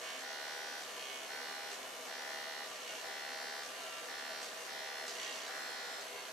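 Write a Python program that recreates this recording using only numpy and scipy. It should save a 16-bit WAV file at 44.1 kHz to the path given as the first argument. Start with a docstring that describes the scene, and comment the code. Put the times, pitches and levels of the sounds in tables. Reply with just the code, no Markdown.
"""Electric eraser on painted card

A small electric eraser works at a studio table while a fan airs the small, hard room. Lifted, its motor
runs fast with a thin whine, and the loose spindle knocks in the housing on every turn. Pressed down,
the tip skids, the motor slows, the knocking stops and the rubber ticks and rasps on the card."""
import sys
import numpy as np
from scipy import signal
from scipy.fft import rfft, irfft
from scipy.io import wavfile

SR = 44100
rng = np.random.default_rng(int(sys.argv[2]) if len(sys.argv) > 2 else 0)


def to_wav(sig):
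    """Store sig (one row per channel, or 1-D mono) as 16-bit WAV at the path in sys.argv[1].

    Samples outside -1..1 are clipped; the rate is SR.
    """
    pcm = np.clip(np.atleast_2d(sig), -1, 1) * 32767
    pcm = np.round(pcm).astype(np.int16)
    wavfile.write(sys.argv[1], SR, pcm.T)  # frames by channels


N = 278712
TIME = np.arange(N) / SR
FULL_SPEED_HZ = 73.72  # spindle turns a second with no load

# Strokes on the card: (touch [s], hardest press [s], lift [s], speed at each of these three [Hz],
# tick [dB], rasp [dB], scrape [dB], roughness [0-1], landing skid [dB], lifting skid [dB])
STROKES = [(-.15, .08, .22, 67.9, 67.8, 67.8, -52.3, -54.3, -53, .25, -70, -58),
           (.835, 1.11, 1.29, 68.3, 67.25, 67.3, -56.5, -54.7, -52.8, .25, -54.5, -65),
           (1.735, 1.88, 2.08, 67.4, 67.0, 67.1, -58.8, -56.5, -62, .35, -50.3, -56.5),
           (2.68, 2.93, 3.03, 69.4, 66.2, 65.8, -55.5, -53.8, -53.3, .65, -55.5, -60),
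           (3.655, 3.9, 4.075, 69.8, 67.7, 67.9, -54, -56, -58.5, .5, -53, -66),
           (4.45, 4.6, 4.67, 70.0, 66.1, 66.3, -56.2, -55.2, -58, .55, -49, -64),
           (5.095, 5.285, 5.48, 66.4, 62.9, 65.8, -53, -49.1, -50.5, .65, -50, -55),
           (6.027, 6.12, 6.37, 64.7, 64.5, 65.8, -56, -57.5, -61, .3, -54.5, -70)]


def amp(db):
    """Turns decibels into a gain."""
    return 10 ** (np.asarray(db) / 20)


def unit(x):
    """Scales a signal to an average (rms) level of 1."""
    return x / np.sqrt(np.mean(x ** 2) + 1e-20)


def read(points, hz):
    """Looks up a (frequency, value) table on a log-frequency axis."""
    f, value = np.transpose(points)
    return np.interp(np.log(hz + 1), np.log(f), value)


def held(rows, starts):
    """The columns of whichever row applies at each moment."""
    return np.array(rows)[np.maximum(np.searchsorted(starts, TIME) - 1, 0)].T


def wander(rate_hz):
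    """A random drift, about 1 in size."""
    knots = rng.standard_normal(4096)
    return unit(np.interp(TIME * rate_hz, np.arange(len(knots)), knots))


def pan(left_db):
    """Two channel gains, the left one louder by left_db."""
    return amp(np.array([np.atleast_1d(left_db), -np.atleast_1d(left_db)]) / 2)


def colour(x, curve, rings=(), size=8192):
    """Shapes a sound with a tone curve and with resonances that ring after each blow."""
    hz = abs(np.fft.fftfreq(size, 1 / SR))
    db = read(curve, hz) + sum(boost / (1 + (2 * (hz - f) / width) ** 2) for f, width, boost in rings)
    spectrum = np.exp(np.conj(signal.hilbert(np.log(amp(db)))))  # no ringing before the blow
    response = np.fft.ifft(spectrum).real[:size // 2]
    return signal.oaconvolve(x, response / np.linalg.norm(response))[:N]


def blows(turns, angle, jitter_s, spread_db):
    """One click a turn at the given angle (in turns), uneven in time and strength."""
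    late, strong = rng.standard_normal((2, 600))
    whole = np.arange(1, int(turns[-1]) - 1)
    at = (np.interp(whole + angle, turns, TIME) + jitter_s * late[whole]) * SR
    near = at.astype(int)[:, None] + np.arange(-7, 9)
    offset = near - at[:, None]
    shape = np.sinc(offset) * np.cos(np.pi * offset / 16) ** 2  # lets a click fall between samples
    clicks = shape * amp(spread_db * strong[whole, None])
    return unit(np.bincount(np.clip(near, 0, N - 1).ravel(), clicks.ravel(), N))


def room(x, wet_db, wide_db, sway=0.56):
    """Adds the room's short wash of echoes, which shift as the hand moves."""
    decay = [(200, 0.48), (1000, 0.33), (4000, 0.23), (12000, 0.045)]  # echo length: (frequency [Hz], time to fade by 60 dB [s])
    starts = np.arange(100, SR // 2, 16)
    arrivals = starts + rng.integers(0, 16, (2, len(starts)))
    taps = np.zeros((2, SR // 2 + 16))
    np.put_along_axis(taps, arrivals, rng.choice([-1., 1.], arrivals.shape), 1)
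    hz, t, spectra = signal.stft(taps, SR, nperseg=256)
    tail = signal.istft(spectra * amp(-60 * t / read(decay, hz)[:, None]), SR, nperseg=256)[1]
    first, second = signal.oaconvolve(x[None], tail / np.linalg.norm(tail[0]), axes=1)[:, :N]
    echoes = (first + 1j * second) * np.exp(1j * (sway * wander(2.03) + 0.69 * TIME))
    return x + amp(wet_db) * echoes.real + amp(wide_db) * np.array([echoes.imag, -echoes.imag])


def fan():
    """Moving air booms in a few resonances, with a faint hiss and a thin, wavering whine."""
    air_curve = [(20, -25), (45, -34), (100, -20.5), (200, -8.5), (350, -3.5), (550, -1.5), (900, -4.5),
                 (1500, 0.5), (2500, -4.5), (5000, -12), (8000, -10.5), (11000, -13), (14500, -16.5)]  # tone of the air: (frequency [Hz], level [dB])
    air_rings = [(255.3, 13.3, 10.2), (408.8, 38, 9.4), (487.2, 23.3, 11.8), (530, 34, 4.9),
                 (646.3, 64, 13.3), (737, 89, 6.7), (807, 66, 5), (1000, 52, 10.1)]  # its resonances: (frequency [Hz], width [Hz], boost [dB])
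    air_width = [(60, -3), (110, 0), (200, -2.5), (370, -7.5), (680, -12.5), (1250, -2), (2290, -4.5),
                 (4210, 2), (7730, -0.5), (14200, 0.5)]  # stereo spread: (frequency [Hz], side minus mid [dB])
    mid, side = (colour(noise, air_curve, air_rings) for noise in rng.standard_normal((2, N)))
    side = irfft(rfft(side) * amp(read(air_width, np.fft.rfftfreq(N, 1 / SR))), N)
    air = amp(-50.5 + 0.55 * wander(14)) * np.array([mid + side, mid - side])
    whine_hz = 1177 + 2 * wander(24.7)
    whine = unit(np.sin(2 * np.pi * np.cumsum(whine_hz) / SR) * amp(2.7 * wander(7.3)))
    return pan(1.6) * (air + amp(-63.5) * whine)


def table_top(turns, pressed, sag_hz):
    """The hands nudge the table in faint, deep bumps; under a hard press it hums with the spindle."""
    nudges_per_s = 7 + 5 * pressed
    nudges = (rng.random(N) < nudges_per_s / SR) * rng.uniform(0.39, 1, N)
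    thuds = colour(nudges, [(20, -12), (45, -13), (70, -15), (110, 2), (200, -23), (500, -66),
                            (2000, -90)])
    hum = pressed * np.sin(2 * np.pi * turns) * amp(2.5 * sag_hz - 110 + 2 * wander(5.7))
    return pan(10) * (unit(thuds) * amp(-91.5) + hum)


def contact(grip_s, release_s, lag_s):
    """0 with the tip in the air, 1 with it pressed on the card."""
    strokes = ((1 + np.tanh((TIME - touch - lag_s) / grip_s)) * (1 + np.tanh((lift - TIME) / release_s))
               for touch, _, lift, *_ in STROKES)
    return np.clip(sum(strokes) / 4, 0, 1)


def coasting():
    """Between strokes the motor creeps up to speed, the whine swells or fades and the chatter settles."""
    # Each run in the air: (top speed [Hz], rattle [dB], whine [dB], its swell [dB/s], chatter [dB])
    free_runs = [(73.7, -52.5, -67, 2, -81), (73.6, -53.2, -65, -8, -77), (73.3, -53, -68, -7, -67),
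                 (72.97, -53.1, -67, -17, -64), (73.05, -53, -64, -4, -64), (72.76, -52.8, -62, -2, -70),
                 (72.1, -53.2, -58.3, 20, -58.5)]
    touches, hardest, lifts = np.transpose(STROKES)[:3]
    start, end = held(np.c_[lifts[:-1], touches[1:]], hardest[:-1])
    top_hz, rattle_db, whine_db, swell, chatter_db = held(free_runs, hardest[:-1])
    now = np.clip(TIME, start, end)
    from_middle = now - (start + end) / 2
    speed = top_hz - 1.2 * np.exp((start - now) / .17)
    arch_db = 2 * (2 * from_middle / (end - start)) ** 2  # softens the whine at both ends of a run
    return speed, rattle_db, whine_db + swell * from_middle - arch_db, chatter_db - 1.5 * (now - start)


def pressing():
    """In each stroke the hand bears down and eases off: the motor slows; tick, rasp and scrape swell."""
    touches, _, lifts = np.transpose(STROKES)[:3]
    midway = np.r_[0, (lifts[:-1] + touches[1:]) / 2]
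    touch, hardest, lift, touch_hz, hardest_hz, lift_hz, *hard_db, rough, _, _ = held(STROKES, midway)
    before = np.clip((hardest - TIME) / (hardest - touch), 0, 1)
    after = np.clip((TIME - hardest) / (lift - hardest), 0, 1)
    speed = hardest_hz + (touch_hz - hardest_hz) * before ** 1.4 + (lift_hz - hardest_hz) * after
    lightness = before ** 2.6 + after ** 2  # 0 at the hardest press, 1 at touch and lift
    light_db = (-59.5, -56.5, -64.5)  # tick, rasp and scrape under the lightest touch
    levels_db = [hard + (light - hard) * lightness for hard, light in zip(hard_db, light_db)]
    return speed, *levels_db, rough


def drive_whine(turns, lifted, whine_db):
    """Spinning free, the drive gives thin, high tones that flutter a little and throb once a turn."""
    partials = [(59, 0), (72, -10)]  # the tones: (multiple of the spindle speed, level [dB])
    tone = sum(amp(db + 2.2 * wander(9.8)) * np.cos(2 * np.pi * order * turns + .2 * wander(40))
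               for order, db in partials)
    throb = 1 + 0.3 * np.cos(2 * np.pi * (turns - .12))
    return pan(-11) * lifted * amp(whine_db) * unit(tone * throb)


def housing_buzz(turns, drift_db=1.3, width_rad=.41, resonance_db=3.5):
    """The plastic shell rings after each knock; its higher tones sway most as the hand moves."""
    partials = [(7, -69), (8, -78), (9, -65), (10, -69), (11, -56.3), (12, -66.5), (13, -61.8), (14, -69),
                (15, -75), (16, -73), (17, -72), (18, -70), (19, -65.5), (20, -61.5), (21, -59.6),
                (22, -67.5), (23, -61.5), (24, -61.5), (25, -58.3), (26, -60.2), (27, -60.2), (28, -60.2),
                (29, -65.5), (30, -67), (31, -68.5), (32, -76), (33, -67.5)]  # the shell's tones: (multiple of the spindle speed, level [dB])
    # Each knock gives a short rising chirp and a late low note: (frequency [Hz], delay [turns])
    delays = [(500, .21), (900, 0.199), (1200, 0.423), (1450, .0), (1800, 0.024), (2000, 0.23),
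              (2300, 0.282)]
    # The shifting grip retunes and damps the shell: (time [s], resonance [Hz], ring level [dB])
    grip = [(.22, 1500, 0), (.45, 1510, 0.7), (.83, 1510, -0.5), (1.3, 1550, 0.5), (1.5, 1570, 0),
            (1.73, 1530, 0), (2.08, 1720, -1.5), (2.28, 1740, 1.5), (2.4, 1920, 0.3), (2.68, 1930, -0.5),
            (3.04, 1690, -1), (3.12, 1950, 0), (3.25, 1930, 0.5), (3.35, 1780, 0.5), (3.5, 1750, 1),
            (3.65, 1730, .6), (4.08, 1850, -1.2), (4.28, 1730, 0), (4.45, 1700, -1), (4.67, 1880, -1.5),
            (5.09, 1950, 1), (5.5, 1660, -0.5), (5.58, 1630, 1), (5.7, 1470, -1), (6.03, 1420, -1)]
    # Late on, the tones fall out of step and blur into a grind: (time [s], phase scatter [rad])
    blur = [(5.56, .65), (5.76, 1.4)]
    times, *columns = np.transpose(grip)
    centre_hz, ring_db = (np.interp(TIME, times, column) for column in columns)
    scatter = np.interp(TIME, *np.transpose(blur))
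    angle = 2 * np.pi * (turns + .0003 * wander(60))
    buzz, lag = np.zeros((2, N)), 0
    for order, db in partials:
        hz = order * FULL_SPEED_HZ
        lag += 2 * np.pi * read(delays, hz)
        phase = order * angle - lag + scatter * rng.standard_normal()
        in_tune = 1 / (1 + ((hz - centre_hz) / 100) ** 4)
        grip_db = ring_db * (hz > 1250) + resonance_db * in_tune  # the grip leaves the low hum alone
        sway_db = drift_db * hz / centre_hz * wander(2.91)
        apart = width_rad * rng.choice([-1, 1])  # reflections put the two ears out of step
        buzz += amp(db + grip_db + sway_db) * np.cos([phase + apart, phase - apart])
    return np.sqrt(2) * buzz * amp(0.14 * wander(110))  # no two turns are equally strong


def loose_spindle(turns, lifted, rattle_db, chatter_db):
    """The spindle clacks twice a turn, hard then light; the shell buzzes and at times chatters."""
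    # Tone of each kind of knock: (frequency [Hz], level [dB])
    clack_curve = [(60, -69), (300, -44), (900, -51), (2300, 0), (3500, 2.5), (4700, -1), (5900, 1.5),
                   (6600, -4.5), (8500, -21.5), (14000, -57)]
    rebound_curve = [(60, -74), (500, -19), (2500, -6.5), (4200, 7), (6000, 1.5), (7500, -3.5), (8800, -16),
                     (14000, -30)]
    chatter_curve = [(60, -65), (600, -15), (1300, -4), (2200, -13.5), (3200, -13.5), (6500, -25.5),
                     (8500, -28), (14000, -47)]
    # Their resonances: (frequency [Hz], width [Hz], boost [dB])
    clack_rings = [(2900, 480, 3.2), (3640, 120, 3), (4320, 110, 7.8), (5280, 210, 6), (5680, 190, 4.6)]
    rebound_rings = [(7940, 230, 2.3)]
    chatter_rings = [(5430, 260, 13), (7380, 370, 21)]
    clack = colour(blows(turns, 0, jitter_s=7e-6, spread_db=0.6), clack_curve, clack_rings)
    rebound = colour(blows(turns, .77, jitter_s=2e-5, spread_db=1.5), rebound_curve, rebound_rings)
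    chatter = colour(blows(turns, .71, jitter_s=4e-5, spread_db=-1), chatter_curve, chatter_rings)
    knocks = amp(rattle_db) * (amp(-3) * clack + amp(-6.5) * rebound) + amp(chatter_db) * chatter
    rattle = room(lifted * knocks, wet_db=-3, wide_db=-4, sway=.55)
    return pan(-3.5) * rattle + lifted * amp(-0.36) * pan(1) * housing_buzz(turns)


def skidding(lead_s=0.0084):
    """Brief swells in level as the tip skids, just ahead of each touch and lift."""
    def swell(at_s, db, half_s):
        return amp(db) * np.exp(-((TIME - at_s + lead_s) / half_s) ** 2 / 2)
    return sum(swell(touch, landing_db, half_s=0.02) + swell(lift, lifting_db, half_s=0.016)
               for touch, _, lift, *_, landing_db, lifting_db in STROKES)


def facets(turns, harmonics=210, size=8192):
    """The tip's worn faces meet the card in the same pattern on every turn."""
    pattern = irfft(np.r_[0, np.exp(2j * np.pi * rng.random(harmonics))], size)
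    return np.interp(turns, np.arange(size) / size, pattern, period=1)


def rubbing(turns, pressed, sag_hz, tick_db, rasp_db, scrape_db, rough):
    """The tip catches once a turn and its grit rings the holder: pitched on smooth card, hissy on rough."""
    # Tone of each sound of the tip: (frequency [Hz], level [dB])
    tick_curve = [(40, -68), (150, -24), (500, -1), (1100, -0.5), (2300, 0), (4000, -1.5), (6500, -8),
                  (8000, -13), (10000, -6.5), (14000, -30)]
    snap_curve = [(40, -67), (500, -9), (2000, -1), (3000, 5), (4300, 7), (6200, -10), (7800, 1),
                  (9500, -16), (14000, -23)]
    rasp_curve = [(40, -64), (150, -17), (600, 6), (1300, 1.5), (1700, 8), (2300, 8.5), (3000, -3),
                  (4000, 7), (6000, 9), (7500, 6), (9500, -7.5), (14000, -31)]
    scrape_curve = [(60, -70), (1500, -28), (2400, -11), (2750, -2.5), (3250, -5), (3700, -15), (4400, -14),
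                    (6000, -22), (14000, -56)]
    skid_curve = [(40, -47), (300, -13), (1500, 4.5), (4000, 5.5), (7500, 4.5), (10000, -8), (14000, -15)]
    # Their resonances: (frequency [Hz], width [Hz], boost [dB])
    tick_rings = [(1075, 70, 8), (1353, 33, 11.2), (1414, 51, 6.6), (1610, 50, 6), (1780, 55, 8),
                  (2182, 120, 11.3), (2506, 80, 7.3), (2770, 130, 10), (2957, 70, 11), (3130, 60, 3.7),
                  (4400, 190, 10)]
    rasp_rings = [(1660, 160, 2.5), (1884, 280, 6), (4430, 220, 4.7), (5860, 380, 2.2)]
    scrape_rings = [(2218, 90, 19.5), (2510, 70, 4), (2770, 130, 4.5), (2965, 110, 6), (3220, 130, 6),
                    (4410, 160, 5)]
    catches = pressed * blows(turns, 0, jitter_s=12e-6, spread_db=1.5)
    tick = colour(catches, tick_curve, tick_rings) * amp(tick_db - 2.5)
    # A hard press makes the rubber let go with a dry snap.
    snap = -colour(catches, snap_curve) * amp(tick_db + 1.4 * sag_hz - 13.3)
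    bite = .16 + np.exp(-(turns % 1) / .16)  # strongest just after each catch
    grit = unit(bite * rng.standard_normal(N) * amp(1.4 * wander(500)))
    friction = np.sqrt(rough) * grit + np.sqrt(1 - rough) * unit(bite * facets(turns))
    rasp = colour(friction, rasp_curve, rasp_rings) * pressed * amp(rasp_db - 2)
    shaking = rough * grit + (1 - rough) * catches
    scrape = colour(shaking, scrape_curve, scrape_rings) * pressed * amp(scrape_db)
    skid = colour(grit, skid_curve) * skidding()
    return pan(-2.5) * (snap + room(tick, wet_db=1.5, wide_db=-4.5)
                        + room(rasp + skid, wet_db=-3, wide_db=-5)
                        + room(scrape, wet_db=-5.5, wide_db=-5))


def scene():
    """One spindle drives both the buzz and the rubbing; touching the card trades one for the other."""
    free_hz, rattle_db, whine_db, chatter_db = coasting()
    loaded_hz, tick_db, rasp_db, scrape_db, rough = pressing()
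    braking = contact(grip_s=0.0284, release_s=0.0161, lag_s=.022)  # inertia delays the slowing
    speed = free_hz + (loaded_hz - free_hz) * braking
    turns = np.cumsum(speed) / SR
    sag_hz = FULL_SPEED_HZ - speed  # the harder the press, the more speed is lost
    pressed = contact(grip_s=0.029, release_s=0.0083, lag_s=-0.0091)
    lifted = 1 - pressed
    motor = loose_spindle(turns, lifted, rattle_db, chatter_db) + drive_whine(turns, lifted, whine_db)
    tip = rubbing(turns, pressed, sag_hz, tick_db, rasp_db, scrape_db, rough)
    return motor + tip + table_top(turns, pressed, sag_hz) + fan()


def record(dry):
    """Cuts off the treble above 14.6 kHz."""
    low_pass = signal.firwin(601, 14600, window=("kaiser", 7), fs=SR)
    return signal.oaconvolve(dry, low_pass[None], "same")


dry = scene()
out = record(dry)
to_wav(out)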